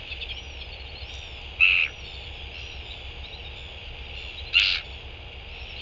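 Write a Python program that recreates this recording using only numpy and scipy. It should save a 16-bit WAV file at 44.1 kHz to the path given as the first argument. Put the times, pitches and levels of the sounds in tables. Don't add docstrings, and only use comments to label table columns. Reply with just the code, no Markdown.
import sys
import numpy as np
from scipy import signal
from scipy.fft import rfft, irfft, next_fast_len
from scipy.io import wavfile
from scipy.ndimage import uniform_filter1d

SR = 44100
rng = np.random.default_rng(int(sys.argv[2]) if len(sys.argv) > 2 else 0)


def unload_audio(sound):
    columns = np.transpose(np.atleast_2d(sound))
    steps = np.round(np.clip(columns, -1, 1) * 32767)
    wavfile.write(sys.argv[1], SR, steps.astype(np.int16))


N = 256220
TIME_S = np.arange(N) / SR

# attack/s, attack rise/dB, crest delay/s, f/Hz, level/dB, sag/(dB/s),
# roughness/0-1, beak opening/0-1, final fade/dB, final drop/share of f
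GULL_CALLS = [(.0285, 36, .054, 1338, -18.5, 14.5, 0.49, 0.27, 34, .42),
              (.034, 17, .044, 1422, -19, 26, 0.69, 0.86, 15.5, 0.3)]
# t/s, burst rate/Hz
RATTLE_1 = [(1.582, 78), (1.612, 85), (1.64, 92), (1.70, 91), (1.775, 89), (1.825, 79), (1.92, 54)]
RATTLE_2 = [(4.528, 80), (4.555, 82), (4.571, 90), (4.595, 104), (4.675, 93), (4.745, 88), (4.825, 66)]
# multiple, gain with beak nearly shut/dB, gain with beak wide/dB
GULL_HARMONICS = [(1, -25, -14), (2, 1, 4), (3, -29, 2), (4, -41, -32.5), (5, -39.5, -22.5)]
# f/Hz, gain/dB
THROAT = [(700, -18), (1100, -8), (1350, 2.5), (1650, 1.5), (2000, -14), (2180, 1.5), (2700, 2.5),
          (3200, 1), (3800, 6), (4800, 5.5), (5300, -1), (6300, 3), (7100, -3)]
# t/s, length/s, f/Hz, rise/share of f, level/dB
CHIRPS = [(0.715, 0.034, 4390, 0.024, -42.5), (0.793, 0.032, 4280, -0.021, -45),
          (0.888, 0.023, 4360, .05, -45.5), (0.945, 0.055, 4210, 0.081, -42.5),
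          (1.001, 0.044, 4210, -.12, -43.5), (2.036, 0.042, 4370, 0.061, -46.5),
          (2.133, .034, 4360, 0, -45), (2.231, .024, 4350, .04, -50), (2.39, 0.063, 3340, .11, -44.5),
          (2.71, 0.024, 3820, 0.032, -43.5), (2.902, 0.028, 3810, 0.038, -37.5),
          (3.233, 0.036, 3770, 0.14, -38.5), (3.322, 0.039, 3850, .1, -38.5),
          (3.44, 0.051, 3680, -.04, -39.5), (4.052, .025, 3650, -.05, -46),
          (4.372, 0.033, 3836, 0.036, -35), (4.459, 0.037, 4040, .03, -40.5),
          (4.923, 0.019, 4370, .03, -49), (5.592, 0.061, 5340, .06, -53), (5.687, 0.049, 5380, -0.076, -51),
          (5.763, 0.018, 3950, -0.044, -42)]
# t/s, length/s, f/Hz, upper level/dB, lower level/dB
SCOLDS = [(0.096, 0.043, 3454, -36, -29.5), (0.208, 0.037, 3487, -32, -30.5),
          (0.284, 0.048, 3210, -31, -36), (0.364, 0.038, 3020, -34.5, -53),
          (0.607, 0.025, 3300, -35.5, -40.5), (5.78, 0.034, 3150, -42.5, -52)]
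# t/s, length/s, f/Hz, level/dB
FAR_GULLS = [(1.07, 0.2, 1654, -49.5), (1.40, 0.21, 1594, -53.5), (2.53, 0.27, 1420, -44),
             (2.57, 0.21, 1665, -48), (2.89, 0.46, 1604, -55.5), (3.84, 0.064, 1580, -50),
             (4.14, 0.26, 1440, -44), (5.5, 0.33, 1376, -47.5)]
# multiple, gain/dB
FAR_GULL_HARMONICS = [(1, -20), (2, 6), (3, -4.5), (4, -19)]
# t/s, length/s, f/Hz, level/dB
BUZZES = [(1.08, 0.49, 1857, -51), (2.03, .55, 1826, -51), (2.83, 0.47, 1808, -52), (3.55, 0.31, 1778, -50),
          (4.16, 0.3, 1768, -50), (4.835, 0.24, 1740, -52.5)]
# multiple, gain/dB
BUZZ_HARMONICS = [(2, 9.5), (3, -13.5), (4, -12.5)]
# t/s, length/s, top f/Hz, level/dB
WHISTLES = [(0.284, 0.43, 5790, -54.5), (1.002, 0.44, 5760, -55.5), (1.776, 0.4, 5790, -55.5),
            (2.5, 0.42, 5730, -57.5), (3.201, 0.38, 5620, -65.5), (3.96, 0.35, 5620, -73),
            (4.692, 0.47, 5500, -69), (5.44, 0.5, 5570, -64)]
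# t/s, length/s, first f/Hz, last f/Hz, level/dB
SLURS = [(0.413, 0.13, 5340, 4150, -58), (2.158, 0.15, 4920, 3950, -60), (2.313, .2, 5480, 4500, -62.5)]
# t/s, peak level/dB
GRASS_TICKS = [(1.140, -28.5), (1.153, -29), (1.186, -38), (1.192, -33.5), (1.417, -42), (4.5981, -12.5)]
# t/s, level/dB
COLONY_LEVEL = [(0, -40.5), (.6, -45), (1.05, -44), (2.7, -44), (3.85, -44.5), (4.3, -42.5), (5.35, -46.5),
                (5.81, -42.5)]
# f/Hz, relative density/dB
COLONY_SPECTRUM = [(1200, -25), (1950, -19), (2250, -3), (2550, 0.5), (2800, 2), (3150, -3), (3600, -6.5),
                   (3950, -12.5), (4250, -21.5), (4800, -15.5), (5300, -32), (6900, -33), (7600, -53.5)]
WIND_SPECTRUM = [(20, -1.5), (32, 6), (42, 3), (68, 5.5), (90, 4.5), (110, 0), (140, -5), (250, -13.5),
                 (480, -7.5), (600, -10.5), (780, -8), (1100, -18.5), (1900, -19), (4000, -50)]
# f/Hz, rms level/dB
DRONE_TONES = [(31.3, -50), (61, -49.5), (68, -47), (75.5, -56), (117.5, -61)]
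WHINE_TONES = [(352, -71.5), (469, -60.5), (586, -65), (820, -64.5), (2812.5, -54), (3281, -59)]
# f/Hz, gain/dB
TREBLE_CUT = [(7150, 0), (7500, -12), (7800, -30), (8100, -70)]


def near_gull(call, rattle, open_share, bend, rasp, flutter, flutter_hz, shimmer, beak_hz, treble_db):
    t = np.arange(rattle[0][0], rattle[-1][0], 1 / SR)
    pitch_hz, level_db, rough, beak = gull_contours(t - t[0], *call)
    burst, lift = syrinx(interpolate(rattle, t), open_share, leak=.18)
    flutter_phase = 2 * np.pi * cycles(flutter_hz * (1 + .1944 * drift(150, t)))
    detune = bend * lift + rasp * drift(400, t) + flutter * np.sin(flutter_phase)
    phase = 2 * np.pi * cycles(pitch_hz * (1 + rough * detune))
    voice = np.zeros(len(t))
    for k, shut_db, wide_db in GULL_HARMONICS:
        jitter_rad = .91 * rough * drift(150, t)
        voice += from_db(shut_db + beak * (wide_db - shut_db)) * np.sin(k * phase + jitter_rad)
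    voice *= 1 + shimmer * rough * np.cos(flutter_phase)
    breath = from_db(-34 + 13 * beak) * drift(4500, t)
    voice = coloured(voice + breath, THROAT)
    voice = coloured(voice, [(beak_hz, 0), (2 * beak_hz, treble_db)])
    voice /= np.sqrt(uniform_filter1d(voice ** 2, size=400) + 1e-12)
    effort = from_db(level_db + rough * drift(80, t))
    out = np.zeros(N)
    add(out, t[0], voice * burst * effort * signal.windows.tukey(len(t), .04))
    return out


def gull_contours(age_s, attack_s, attack_db, crest_s, pitch_hz, level_db, sag_db_per_s,
                  rough, beak, fade_db, drop, release_s=.078):
    starting = np.clip(1 - age_s / attack_s, 0, 1)
    failing = np.clip(1 - (age_s[-1] - age_s) / release_s, 0, 1)
    crest = np.exp(-np.abs(age_s - crest_s) / .0209)
    scoop = np.exp(-age_s / .03)
    hz = pitch_hz * (1 - .12 * scoop + .0308 * crest - .16 * age_s - drop * failing)
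    db = level_db + 6.5 * crest - attack_db * starting - sag_db_per_s * age_s - fade_db * failing
    pure = bump(age_s, crest_s - .012, width_s=.023)
    roughness = rough * (1 - pure) + .3 * starting + .75 * np.sqrt(failing)
    narrowing = bump(age_s, crest_s, width_s=np.where(age_s < crest_s, .017, .052))
    return hz, db, np.clip(roughness, 0, 1), beak * (1 - .88 * narrowing)


def syrinx(rate_hz, open_share, leak):
    turn = cycles(rate_hz) % 1
    opening = np.sin(np.pi * np.clip(turn / open_share, 0, 1) ** .73) ** 2
    return unit_rms(np.tanh(3.1 * opening) + leak), np.sin(2 * np.pi * (turn - .35))


def chirps(end_ratio=1.055):
    notes = [(start_s, length_s, hz * (end_ratio - rise / 2), hz, hz * (end_ratio + rise / 2), db)
             for start_s, length_s, hz, rise, db in CHIRPS]
    return glides(notes, waver=.0085, overtone_db=-47)


def scolds(lower_ratio=.752, lower_delay_share=.31):
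    notes = []
    for start_s, length_s, pitch_hz, upper_db, lower_db in SCOLDS:
        voices = [(1, 0, upper_db), (lower_ratio, lower_delay_share, lower_db), (1.33, 0, upper_db - 18)]
        for ratio, late, db in voices:
            hz = ratio * pitch_hz
            notes.append((start_s + late * length_s, (1 - late) * length_s, 1.07 * hz, hz, 1.02 * hz, db))
    return glides(notes, waver=.032, overtone_db=-38.5)


def twitter(around, count, level_db, low_hz, high_hz, glide, spread_s):
    notes = []
    for pick, when, length, height, first, last in rng.random((count, 6)):
        start_s = around[int(pick * len(around))][0] + spread_s * (when - .5)
        hz = low_hz * (high_hz / low_hz) ** height
        first_hz, last_hz = hz * (1 + glide * (first - .3)), hz * (1 + glide * (last - .6))
        notes.append((start_s, .015 + .027 * length, first_hz, hz, last_hz, level_db + 12 * (.5 - height)))
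    return glides(notes, waver=.0047, overtone_db=-42)


def glides(notes, waver, overtone_db):
    out = np.zeros(N)
    for start_s, length_s, first_hz, middle_hz, last_hz, level_db in notes:
        u = progress(length_s)
        hz = np.polyval(np.polyfit([0, .5, 1], [first_hz, middle_hz, last_hz], 2), u)
        phase = 2 * np.pi * cycles(hz * (1 + waver * drift(400, u)))
        note = np.sin(phase) + from_db(overtone_db) * np.sin(2 * phase)
        add(out, start_s, note * from_db(level_db) * signal.windows.tukey(len(u), .5))
    return out


def pulsed_calls(calls, harmonics, pulse_hz, rasp, bend, sag_per_s, fade_db):
    out = np.zeros(N)
    for start_s, length_s, pitch_hz, level_db in calls:
        u = progress(length_s)
        ratio = 1 - sag_per_s * (u - .1) * length_s - .03 * np.exp(-u / .04)
        rate_hz = pulse_hz * ratio ** 3 * (1 + .022 * drift(30, u))
        burst, lift = syrinx(rate_hz, open_share=.52, leak=.027)
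        phase = 2 * np.pi * cycles(pitch_hz * ratio * (1 + bend * lift + rasp * drift(430, u)))
        voice = sum(from_db(db) * np.sin(k * phase) for k, db in harmonics)
        envelope = from_db(level_db + fade_db * u) * signal.windows.tukey(len(u), .15)
        add(out, start_s, voice * burst * envelope)
    return out


def whistles(depth=.22, skew=.58, waver=.0015):
    out = np.zeros(N)
    for start_s, length_s, top_hz, level_db in WHISTLES:
        u = progress(length_s)
        below_top = (1 - np.sin(.95 * np.pi * u / (u + skew * (1 - u)))) ** 1.1
        hz = top_hz * (1 - depth * below_top + waver * (drift(200, u) + drift(34, u)))
        db = level_db - 3 * below_top - 6 * (u - .3) + 2.6 * drift(34, u)
        add(out, start_s, np.sin(2 * np.pi * cycles(hz)) * from_db(db) * signal.windows.tukey(len(u), .1))
    return out


def slurs():
    notes = [(start_s, length_s, first_hz, (first_hz + last_hz) / 2, last_hz, db)
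             for start_s, length_s, first_hz, last_hz, db in SLURS]
    return glides(notes, waver=.004, overtone_db=-44)


def grass_ticks(t60_s=.0017):
    out, t = np.zeros(N), np.arange(SR // 50) / SR
    bright = signal.butter(2, [2800, 8000], "band", fs=SR, output="sos")
    for start_s, peak_db in GRASS_TICKS:
        snap = signal.sosfilt(bright, rng.standard_normal(len(t)) * from_db(-60 * t / t60_s))
        add(out, start_s, from_db(peak_db) * snap / np.abs(snap).max())
    return out


def hillside(x, t60_s):
    t = np.arange(SR // 2) / SR
    tail = rng.standard_normal(len(t)) * from_db(-60 * t / t60_s) * (t > .004)
    return signal.fftconvolve(x, tail / np.sqrt(np.sum(tail ** 2)))[:N]


def colony(rattle_hz=84):
    wash = unit_rms(coloured(rng.standard_normal(N), COLONY_SPECTRUM))
    rattle = 1 + .17 * np.sin(2 * np.pi * cycles(rattle_hz * (1 + .1 * drift(8, TIME_S))))
    return wash * rattle * from_db(interpolate(COLONY_LEVEL, TIME_S) + drift(43, TIME_S))


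def wind(level_db=-44.5):
    return from_db(level_db) * unit_rms(coloured(rng.standard_normal(N), WIND_SPECTRUM))


def drone(wander_hz=.68):
    out = np.zeros(N)
    for hz, db in DRONE_TONES:
        turns = cycles(hz + wander_hz * drift(2.7, TIME_S)) + rng.random()
        out += np.sqrt(2) * from_db(db) * np.sin(2 * np.pi * turns)
    return out


def whine():
    return np.sqrt(2) * sum(from_db(db) * np.sin(2 * np.pi * hz * TIME_S) for hz, db in WHINE_TONES)


def from_db(db):
    return 10 ** (np.asarray(db) / 20)


def unit_rms(x):
    return x / np.sqrt(np.mean(x ** 2) + 1e-20)


def interpolate(rows, t):
    return np.interp(t, *np.transpose(rows))


def coloured(x, curve):
    hz, db = np.transpose(curve)
    size = next_fast_len(len(x) + 2048)
    bins_hz = np.maximum(np.arange(size // 2 + 1) * SR / size, 1)
    gain = from_db(np.interp(np.log(bins_hz), np.log(hz), db))
    return irfft(rfft(x, size) * gain, size)[:len(x)]


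def drift(rate_hz, like):
    sos = signal.butter(2, rate_hz, fs=SR, output="sos")
    return unit_rms(signal.sosfilt(sos, rng.standard_normal(len(like) + SR // 2)))[SR // 2:]


def cycles(hz):
    return np.cumsum(hz) / SR


def progress(length_s):
    return np.linspace(0, 1, int(length_s * SR))


def bump(t, centre_s, width_s):
    return np.exp(-((t - centre_s) / width_s) ** 2)


def add(out, start_s, sound):
    at = max(round(start_s * SR), 0)
    out[at:at + len(sound)] += sound[:max(N - at, 0)]


def scene():
    near = near_gull(GULL_CALLS[0], RATTLE_1, open_share=.76, bend=.067, rasp=.075,
                     flutter=.085, flutter_hz=306.8, shimmer=.69, beak_hz=2870, treble_db=-8.5)
    near += near_gull(GULL_CALLS[1], RATTLE_2, open_share=.87, bend=.043, rasp=.076,
                      flutter=.21, flutter_hz=646, shimmer=.71, beak_hz=4730, treble_db=-6.5)
    far = pulsed_calls(BUZZES, BUZZ_HARMONICS, pulse_hz=91.75, rasp=.011, bend=.011,
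                       sag_per_s=.26, fade_db=-11.5)
    far += pulsed_calls(FAR_GULLS, FAR_GULL_HARMONICS, pulse_hz=86.3, rasp=.018, bend=.05,
                        sag_per_s=.15, fade_db=-9.5)
    far += scolds()
    far += twitter(SCOLDS, count=18, level_db=-45, low_hz=2810, high_hz=4600, glide=.18, spread_s=.03)
    far += chirps()
    far += twitter(CHIRPS, count=48, level_db=-49, low_hz=2960, high_hz=4430, glide=.14, spread_s=.2)
    far += whistles() + slurs()
    echoes = from_db(-23) * hillside(near, t60_s=.2) + from_db(-10.5) * hillside(far, t60_s=.16)
    return (near + far + echoes + grass_ticks() + colony() + wind() + drone() + whine())[None]


def record(dry):
    highpass = signal.butter(2, 18, "high", fs=SR, output="sos")
    return coloured(signal.sosfilt(highpass, dry[0]), TREBLE_CUT)[None]


dry = scene()
out = record(dry)
unload_audio(out)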